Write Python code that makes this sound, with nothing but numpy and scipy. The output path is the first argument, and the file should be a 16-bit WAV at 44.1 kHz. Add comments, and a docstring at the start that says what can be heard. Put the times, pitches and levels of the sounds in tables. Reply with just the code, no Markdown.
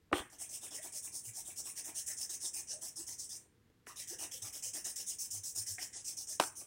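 """In a small, quiet room a felt-tip pen knocks on a table and rattles, then scribbles on paper, pushed and
pulled in turn about nine times a second. Its fibres catch and slip: the tilted nib hisses, at first much
brighter when pushed, it judders and squeaks, and the table murmurs under the rubbing and sways at bumps.
Just past halfway the pen pauses, lands with a light rattle and scribbles on.
Near the end it knocks hard and rattles once more."""
import sys
import numpy as np
from scipy import signal
from scipy.fft import rfft, irfft, next_fast_len
from scipy.io import wavfile
from scipy.ndimage import uniform_filter1d, map_coordinates

SR = 44100
rng = np.random.default_rng(int(sys.argv[2]) if len(sys.argv) > 2 else 0)


def transcribe(u):
    """Save the signal u as a 16-bit wav file named by the first command-line argument.

    u: samples, shape (n,) or (channels, n), limited to [-1, 1]; the rate is SR.
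    q: integer samples, one column per channel.
    """
    v = np.clip(np.atleast_2d(u).T, -1, 1)
    q = np.round(v * 32767).astype(np.int16)
    wavfile.write(sys.argv[1], SR, q)


N = 293706


def scribble(bite_s=0.0015, brake=2.28, ease=1.26):
    """Sliding friction: each stroke bites, speeds along and slows, driving hiss, rasp and murmur."""
    low, high, top, drag, murmur, speed = np.zeros((6, N))
    for stroke in strokes():
        s, length, lean_db, bite = stroke["s"], stroke["length"], stroke["lean_db"], stroke["bite"]
        t = np.arange(int(length * SR)) / SR
        attack = bite * np.tanh(t / bite_s) + (1 - bite) * np.tanh(t / stroke["rise"]) ** 2
        friction = unit(attack * (1 - (t / length) ** brake) ** ease)
        arc = np.abs(np.sin(np.pi * t / length))
        dark, bright = amp(stroke["db"]) * unit(amp([-lean_db / 2, lean_db / 2]))
        add(speed, s, arc * amp(-0.3 * lean_db))  # leaning into the paper holds the nib back
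        add(low, s, friction * dark)
        add(high, s, friction * bright)
        add(top, s, friction * bright * amp(stroke["treble_db"]))
        add(drag, s, friction * amp(stroke["rasp_db"]))
        add(murmur, s, friction * amp(stroke["murmur_db"]) * np.sqrt(arc))
    rubbing = amp(-0.57) * nib_hiss(low, high, top, speed) + felt_rasp(drag, speed)
    rubbing += amp(-5.0) * table_murmur(murmur)
    tooth = amp(1.37 * wobble(70) + 0.57 * wobble(450))  # the paper's tooth makes the grip uneven
    return tooth * rubbing


def strokes(contact_share=0.93, longest_s=0.11, upright_db=-2, pull_tilt_share=0.26, dig_db=0.57):
    """Reciprocating motion: direction and grip set the attack and colour of each stroke's friction."""
    # Pushes and pulls in turn. Each row: start in seconds, hiss level in dB.
    hand_strokes = [(0.124, -52), (0.298, -60.5), (0.384, -49), (0.49, -47), (0.612, -47), (0.706, -48),
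                    (0.814, -48.5), (0.921, -43), (1.023, -47.5), (1.118, -46), (1.234, -47.5),
                    (1.333, -48), (1.448, -49.5), (1.558, -45), (1.636, -48.5), (1.753, -46),
                    (1.838, -48.0), (1.943, -44.0), (2.061, -43.0), (2.167, -44), (2.292, -43.5),
                    (2.4, -42.5), (2.532, -44.0), (2.67, -44.5), (2.81, -45), (2.957, -45.0),
                    (3.064, -46.5), (3.179, -45.5), (3.29, -47), (3.863, -57.0), (3.957, -47), (4.072, -47),
                    (4.183, -46.5), (4.311, -47), (4.418, -46.5), (4.525, -47.0), (4.622, -43.5),
                    (4.732, -45.5), (4.84, -44), (4.957, -43.0), (5.06, -44.0), (5.184, -42.5),
                    (5.304, -42.5), (5.432, -44.0), (5.548, -41.0), (5.66, -43), (5.782, -45),
                    (5.926, -48.0), (6.044, -44.0), (6.166, -45.5), (6.27, -45.5), (6.396, -45),
                    (6.552, -48.5)]
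    # How the pen is held. Each row: time in seconds, tilt as a push's extra brightness in dB,
    # rise of a push in seconds, rise of a pull in seconds.
    grip = [(0.12, 6.5, 0.027, 0.016), (0.4, 9, 0.019, 0.063), (1.75, 10.5, 0.023, 0.017),
            (2.06, 6, 0.0054, 0.022), (2.4, 0.5, 0.0044, 0.049), (2.7, 3.5, 0.012, .033),
            (2.96, 0, 0.0064, 0.0055), (3.29, -2, 0.0025, 0.013), (3.96, -1, 0.026, 0.0035),
            (4.18, 2.5, 0.0059, 0.0041), (5.55, 1, 0.0084, 0.0023), (5.8, -0.5, .02, 0.013),
            (6.27, -0.5, 0.028, 0.0041), (6.55, 4, 0.016, 0.014)]
    # The dull parts of the rubbing. Each row: time in seconds, rasp level in dB, murmur level in dB.
    rub_levels = [(0.12, -52.5, -54.5), (0.3, -73, -71.5), (0.7, -58.5, -59), (1.12, -73.5, -71.5),
                  (1.64, -64.5, -65.5), (1.94, -61.5, -68), (2.96, -69, -63), (3.2, -74.5, -74),
                  (3.87, -60, -69.5), (4.4, -61, -61.5), (4.62, -64.5, -62.5), (4.96, -59, -64.5),
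                  (5.18, -70.5, -72.5), (5.66, -65, -72), (5.78, -60, -67), (6.17, -71.5, -70.5),
                  (6.55, -74, -71)]
    # The top treble of the pulls. Each row: time in seconds, gain in dB.
    pull_treble = [(2.17, 0), (2.67, -10.5), (2.96, -0.5), (3.18, -3.5), (3.85, 4), (5.66, 1.5),
                   (5.93, -20), (6.17, 0), (6.39, 2)]
    turns = [s for s, _ in hand_strokes[1:]] + [N / SR]
    for k, ((s, db), turn) in enumerate(zip(hand_strokes, turns)):
        push = k % 2 == 0
        tilt_db, push_rise, pull_rise = at(grip, s)
        rasp_db, murmur_db = at(rub_levels, s) + (dig_db if push else -dig_db)  # a pushed nib digs in
        yield dict(s=s, db=db, push=push, tilt_db=tilt_db, rasp_db=rasp_db, murmur_db=murmur_db,
                   length=min(contact_share * (turn - s), longest_s),
                   rise=push_rise if push else pull_rise,
                   bite=0.34 if push else 0.25,  # share of the friction that catches at once
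                   lean_db=upright_db + tilt_db * (1 if push else pull_tilt_share),
                   treble_db=0 if push else at(pull_treble, s)[0])


def nib_hiss(low, high, top, speed):
    """Resonance: slipping fibres excite the nib, whose lean shifts the hiss between two bands."""
    # The nib's friction spectrum. Each row: frequency in Hz, relative density in dB.
    nib_spectrum = [(1500, -62.5), (3800, -20), (4750, -9.5), (5200, 0.5), (6100, 1.5), (7200, -1.5),
                    (8500, 1.5), (9400, 0), (10300, -6), (11300, -14.5), (13000, -12.5), (15500, -12.5)]
    fibres = patchy(coloured(slips(rate=30000, spread_db=1.5), nib_spectrum), depth_db=2.5)
    lower = below(fibres, corner_hz=7060, order=12)
    skirt = below(fibres, corner_hz=5080, order=80)
    fizz = fibres - below(fibres, corner_hz=10400, order=24)
    # at speed the hiss spreads further beyond the two resonances
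    hiss = low * (lower - skirt + skirt * (0.49 + 0.57 * speed ** 3))
    return hiss + high * (fibres - lower - fizz) + top * fizz * (0.59 + 0.71 * speed)


def felt_rasp(drag, speed):
    """Friction noise widens with speed: the rasp is dull near the turns and opens up in mid-stroke."""
    # The felt's friction spectrum. Each row: frequency in Hz, relative density in dB.
    felt_spectrum = [(900, -48), (1700, -2), (2300, -5.5), (3000, -1.5), (4000, -1.5), (5000, -0.5),
                     (8000, -31)]
    rasp = patchy(coloured(slips(rate=9000, spread_db=3), felt_spectrum), depth_db=5.5)
    dull = below(rasp, corner_hz=3840, order=12)
    return drag * (amp(2.65) * dull + amp(-3.0) * (rasp - dull) * speed ** 2)


def table_murmur(force):
    """Forced vibration: the table radiates the low part of the rubbing."""
    # The rubbed table's spectrum. Each row: frequency in Hz, relative density in dB.
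    murmur_spectrum = [(60, -16.5), (200, -12.5), (290, 2.5), (360, 2), (480, -10.5), (620, -1),
                       (780, -0.5), (1000, -5.5), (1400, -10.5), (2500, -27.5)]
    return force * coloured(slips(rate=2500, spread_db=3), murmur_spectrum) * amp(5.2 * wobble(35))


def slips(rate, spread_db):
    """Shot noise: fibres catch and let go in impulses of uneven size, about rate times a second."""
    return (rng.random(N) < rate / SR) * rng.standard_normal(N) * amp(spread_db * rng.standard_normal(N))


def patchy(x, depth_db):
    """Spectral modulation: the paper changes along the path, so the friction's colour keeps shifting."""
    spectra = signal.stft(x, nperseg=256)[2]
    patches = uniform_filter1d(rng.standard_normal(spectra.shape), size=4, axis=0)
    patches = uniform_filter1d(patches, size=14, axis=1)
    return unit(signal.istft(spectra * amp(depth_db * unit(patches)), nperseg=256)[1][:N])


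def knocks(crack_t60=0.026, thock_t60=0.015, dent_hz=560, dent_t60=0.0042):
    """Impact excitation: each blow rings the table top; a softer contact leaves out the high modes."""
    # Modes of the table top. Each row: frequency in Hz, relative level in dB, 60 dB decay in seconds.
    table_modes = [(254, -27.5, 0.044), (289, -9.5, 0.086), (357, -10, 0.12), (410, 1.5, 0.025),
                   (566, -24.5, 0.049), (555, -8, 0.025), (690, -13, 0.021), (767, -5, 0.04),
                   (820, -7, 0.033), (1010, -0.5, 0.019), (1170, -6, 0.021), (1530, -9, 0.025),
                   (2480, -12, 0.028), (2884, 4.5, 0.015)]
    out, t = np.zeros(N), np.arange(SR // 3) / SR
    dent = amp(7.5 - 60 * t / dent_t60) * np.sin(2 * np.pi * dent_hz * t)  # the top gives, springs back
    crack_band = signal.butter(1, [1500, 6500], "bandpass", fs=SR, output="sos")
    for s, db, corner_hz, crack_db in contacts():
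        ring = sum(amp(level + rng.normal(0, 1.04) - 60 * t / t60)
                   * np.sin(2 * np.pi * hz * t) * (-1) ** k
                   for k, (hz, level, t60) in enumerate(table_modes))
        thock = amp(10.0 - 60 * t / thock_t60) * rng.standard_normal(len(t))  # dense, fast-dying modes
        band = signal.butter(3, [220, np.clip(corner_hz, 400, SR / 4)], "bandpass", fs=SR, output="sos")
        wood = signal.sosfilt(band, dent + amp(-5.0) * ring + thock)
        wood /= np.std(wood[:SR // 200])  # rms 1 over the first 5 ms
        crack = amp(crack_db - 60 * t / crack_t60) * rng.standard_normal(len(t))
        add(out, s, amp(db) * (wood + signal.sosfilt(crack_band, crack)))
    return out


def contacts(bounce_s=0.0125, first_db=-15.5, loss_db=1.5, softening=0.88, extra_crack_db=8):
    """Inelastic rebound: after some blows the pen rattles in ever weaker and softer bounces."""
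    # Blows on the table. Each row: start in seconds, level in dB, contact's corner frequency in Hz,
    # crack relative to the blow in dB, length of the rattle in seconds.
    blows = [(0.1151, -45, 870, -40, 0), (0.1252, -34, 485, -32, 0), (0.1293, -23.5, 2080, -21.5, .092),
             (3.456, -70, 604, -18, 0), (3.7, -74, 700, 3, 0), (3.869, -50, 2220, -5, .066),
             (5.783, -57.5, 2540, -6, 0), (6.3982, -30.5, 4040, -3, 0), (6.3994, -23, 1960, 2, .04)]
    for s, db, corner_hz, crack_db, rattle_s in blows:
        yield s, db, corner_hz, crack_db
        for k in range(int(rattle_s / bounce_s)):
            start = s + bounce_s * (k + 1 + rng.uniform(-0.15, 0.15))
            yield start, db + first_db - loss_db * k, corner_hz * softening ** k, crack_db + extra_crack_db


def judders(waver=0.1094, flutter_db=3, cycles=3.0):
    """Stick-slip oscillation: tones swell and fade, their pitch and strength changing every few cycles."""
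    out = np.zeros(N)
    for s, length, db, hz in judder_events():
        t = np.arange(int(length * SR)) / SR
        grip, force = (map_coordinates(knots, [t * hz / cycles], mode="mirror")
                       for knots in rng.standard_normal((2, 64)))
        phase = 2 * np.pi * np.cumsum(hz * np.exp(waver * grip)) / SR
        add(out, s, amp(db + flutter_db * force) * np.sin(np.pi * t / length) ** 2 * np.sin(phase))
    return out


def judder_events(chatter_hz=649, chatter_s=0.047, squeak_hz=2386, squeak_s=0.031):
    """Frictional instability: a few strong judders, chatter in each stroke and a squeak in each push."""
    # The nib's strongest judders. Each row: start in seconds, length in seconds, level in dB, pitch in Hz.
    strong_judders = [(0.778, 0.046, -54.5, 668), (1.362, 0.052, -58, 786), (2.694, 0.13, -60.5, 639),
                      (2.98, 0.043, -53.5, 333), (3.868, 0.059, -54, 1110), (4.099, 0.053, -53, 382),
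                      (5.777, 0.033, -52.5, 752), (5.778, 0.019, -43.5, 1860)]
    events = list(strong_judders)
    for stroke in strokes():
        s, length = stroke["s"], stroke["length"]
        pitch, force = rng.standard_normal(2)
        chatter_db = stroke["murmur_db"] - 0.5 + 3 * force
        events.append((s + 0.18 * length, chatter_s, chatter_db, chatter_hz * np.exp(0.22 * pitch)))
        if stroke["push"]:  # more tilt, louder squeak
            events.append((s + 0.45 * length, squeak_s, -68.5 + stroke["tilt_db"], squeak_hz))
    return events


def bumps():
    """Low-frequency vibration: a soft push of the hand sways the whole table for a few cycles."""
    # The hand's bumps. Each row: start in seconds, length in seconds, level in dB, pitch in Hz.
    hand_bumps = [(0.123, 0.034, -41, 81.6), (0.191, 0.031, -48, 64.4), (1.254, 0.082, -52, 115),
                  (4.413, 0.062, -51.5, 104), (4.6, 0.15, -63, 101.2), (5.307, 0.16, -54, 99),
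                  (5.56, 0.09, -53.5, 101), (5.68, 0.089, -51, 97), (6.394, 0.017, -38.5, 201)]
    out = np.zeros(N)
    for s, length, db, hz in hand_bumps:
        t = np.arange(int(length * SR)) / SR
        add(out, s, amp(db) * np.sin(np.pi * t / length) ** 2 * np.sin(2 * np.pi * hz * t))
    return out


def with_tail(x, wet_db, gap_s=0.0059):
    """Exponential decay: a short tail follows each sound, set to die fastest near 4.4 kHz."""
    # The tail, which leaves the gaps between strokes dark near 4.4 kHz.
    # Each row: frequency in Hz, 60 dB decay in seconds.
    decay_times = [(150, 0.29), (500, 0.2), (2000, 0.4), (4400, 0.07), (5400, 0.18), (9000, 0.29),
                   (11500, 0.079), (15000, 0.18)]
    hz, t, spectra = signal.stft(rng.standard_normal(SR // 2), SR, nperseg=256)
    tail = signal.istft(spectra * amp(-60 * t / along(decay_times, hz)[:, None]), SR, nperseg=256)[1]
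    tail *= 1 - np.exp(-(np.arange(len(tail)) / SR / gap_s) ** 2)
    return x + amp(wet_db) * signal.fftconvolve(x, tail / np.linalg.norm(tail))[:N]


def background():
    """Ambient noise: a faint steady floor, and the arm's low rumble swelling with each stroke."""
    # Spectra of the quiet room and of the arm. Each row: frequency in Hz, relative density in dB.
    air_spectrum = [(15, -51.5), (25, -15.5), (101, -3), (193, -11), (227, -9), (399, -15), (495, -15),
                    (552, -26.5), (1850, -25.5), (2420, -29), (15500, -41)]
    arm_spectrum = [(20, -32.5), (50, -9.5), (105, -4.5), (200, -17), (400, -14.0), (1200, -25.5)]
    moving = np.zeros(N)
    for stroke in strokes():
        add(moving, stroke["s"], np.hanning(int(2 * stroke["length"] * SR)))
    arm = coloured(rng.standard_normal(N), arm_spectrum)
    air = coloured(rng.standard_normal(N), air_spectrum)
    return amp(-70.5) * air + amp(-69.5) * moving * arm


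def amp(db):
    """Decibels as an amplitude ratio."""
    return 10 ** (np.asarray(db) / 20)


def unit(x):
    """x at rms 1."""
    return x / np.sqrt(np.mean(x ** 2) + 1e-20)


def at(curve, s):
    """The columns of a curve, interpolated at s seconds."""
    times, *columns = np.transpose(curve)
    return np.array([np.interp(s, times, column) for column in columns])


def along(points, hz):
    """(Hz, value) points, interpolated on a logarithmic frequency axis."""
    frequencies, values = np.transpose(points)
    return np.interp(np.log(hz + 1), np.log(frequencies), values)


def filtered(x, response):
    """Linear filtering: the spectrum of x times a frequency response."""
    size = next_fast_len(len(x) + 4096)
    return irfft(rfft(x, size) * response(np.fft.rfftfreq(size, 1 / SR)), size)[:len(x)]


def coloured(x, spectrum):
    """x shaped by a spectrum, at rms 1."""
    return unit(filtered(x, lambda hz: amp(along(spectrum, hz))))


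def below(x, corner_hz, order):
    """Low-pass filtering: the part of x under a corner frequency."""
    return filtered(x, lambda hz: 1 / (1 + (hz / corner_hz) ** order))


def wobble(rate):
    """A smooth random curve, rate knots a second."""
    return map_coordinates(rng.standard_normal(int(N * rate / SR) + 4), [np.arange(N) * rate / SR])


def add(track, s, sound):
    """Superposition: mix a sound into a track at s seconds."""
    part = track[max(round(s * SR), 0):][:len(sound)]
    part += sound[:len(part)]


def scene():
    """Pen, table and background add by superposition at one microphone."""
    pen = with_tail(scribble(), wet_db=-6.5)
    table = with_tail(knocks(), wet_db=-15.5, gap_s=0.0027) + with_tail(judders(), wet_db=-6.5) + bumps()
    return (pen + table + background())[None]


def record(dry, top_hz=15830):
    """Band limiting: nothing above the top frequency passes."""
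    return np.array([filtered(channel, lambda hz: hz < top_hz) for channel in dry])


dry = scene()
out = record(dry)
transcribe(out)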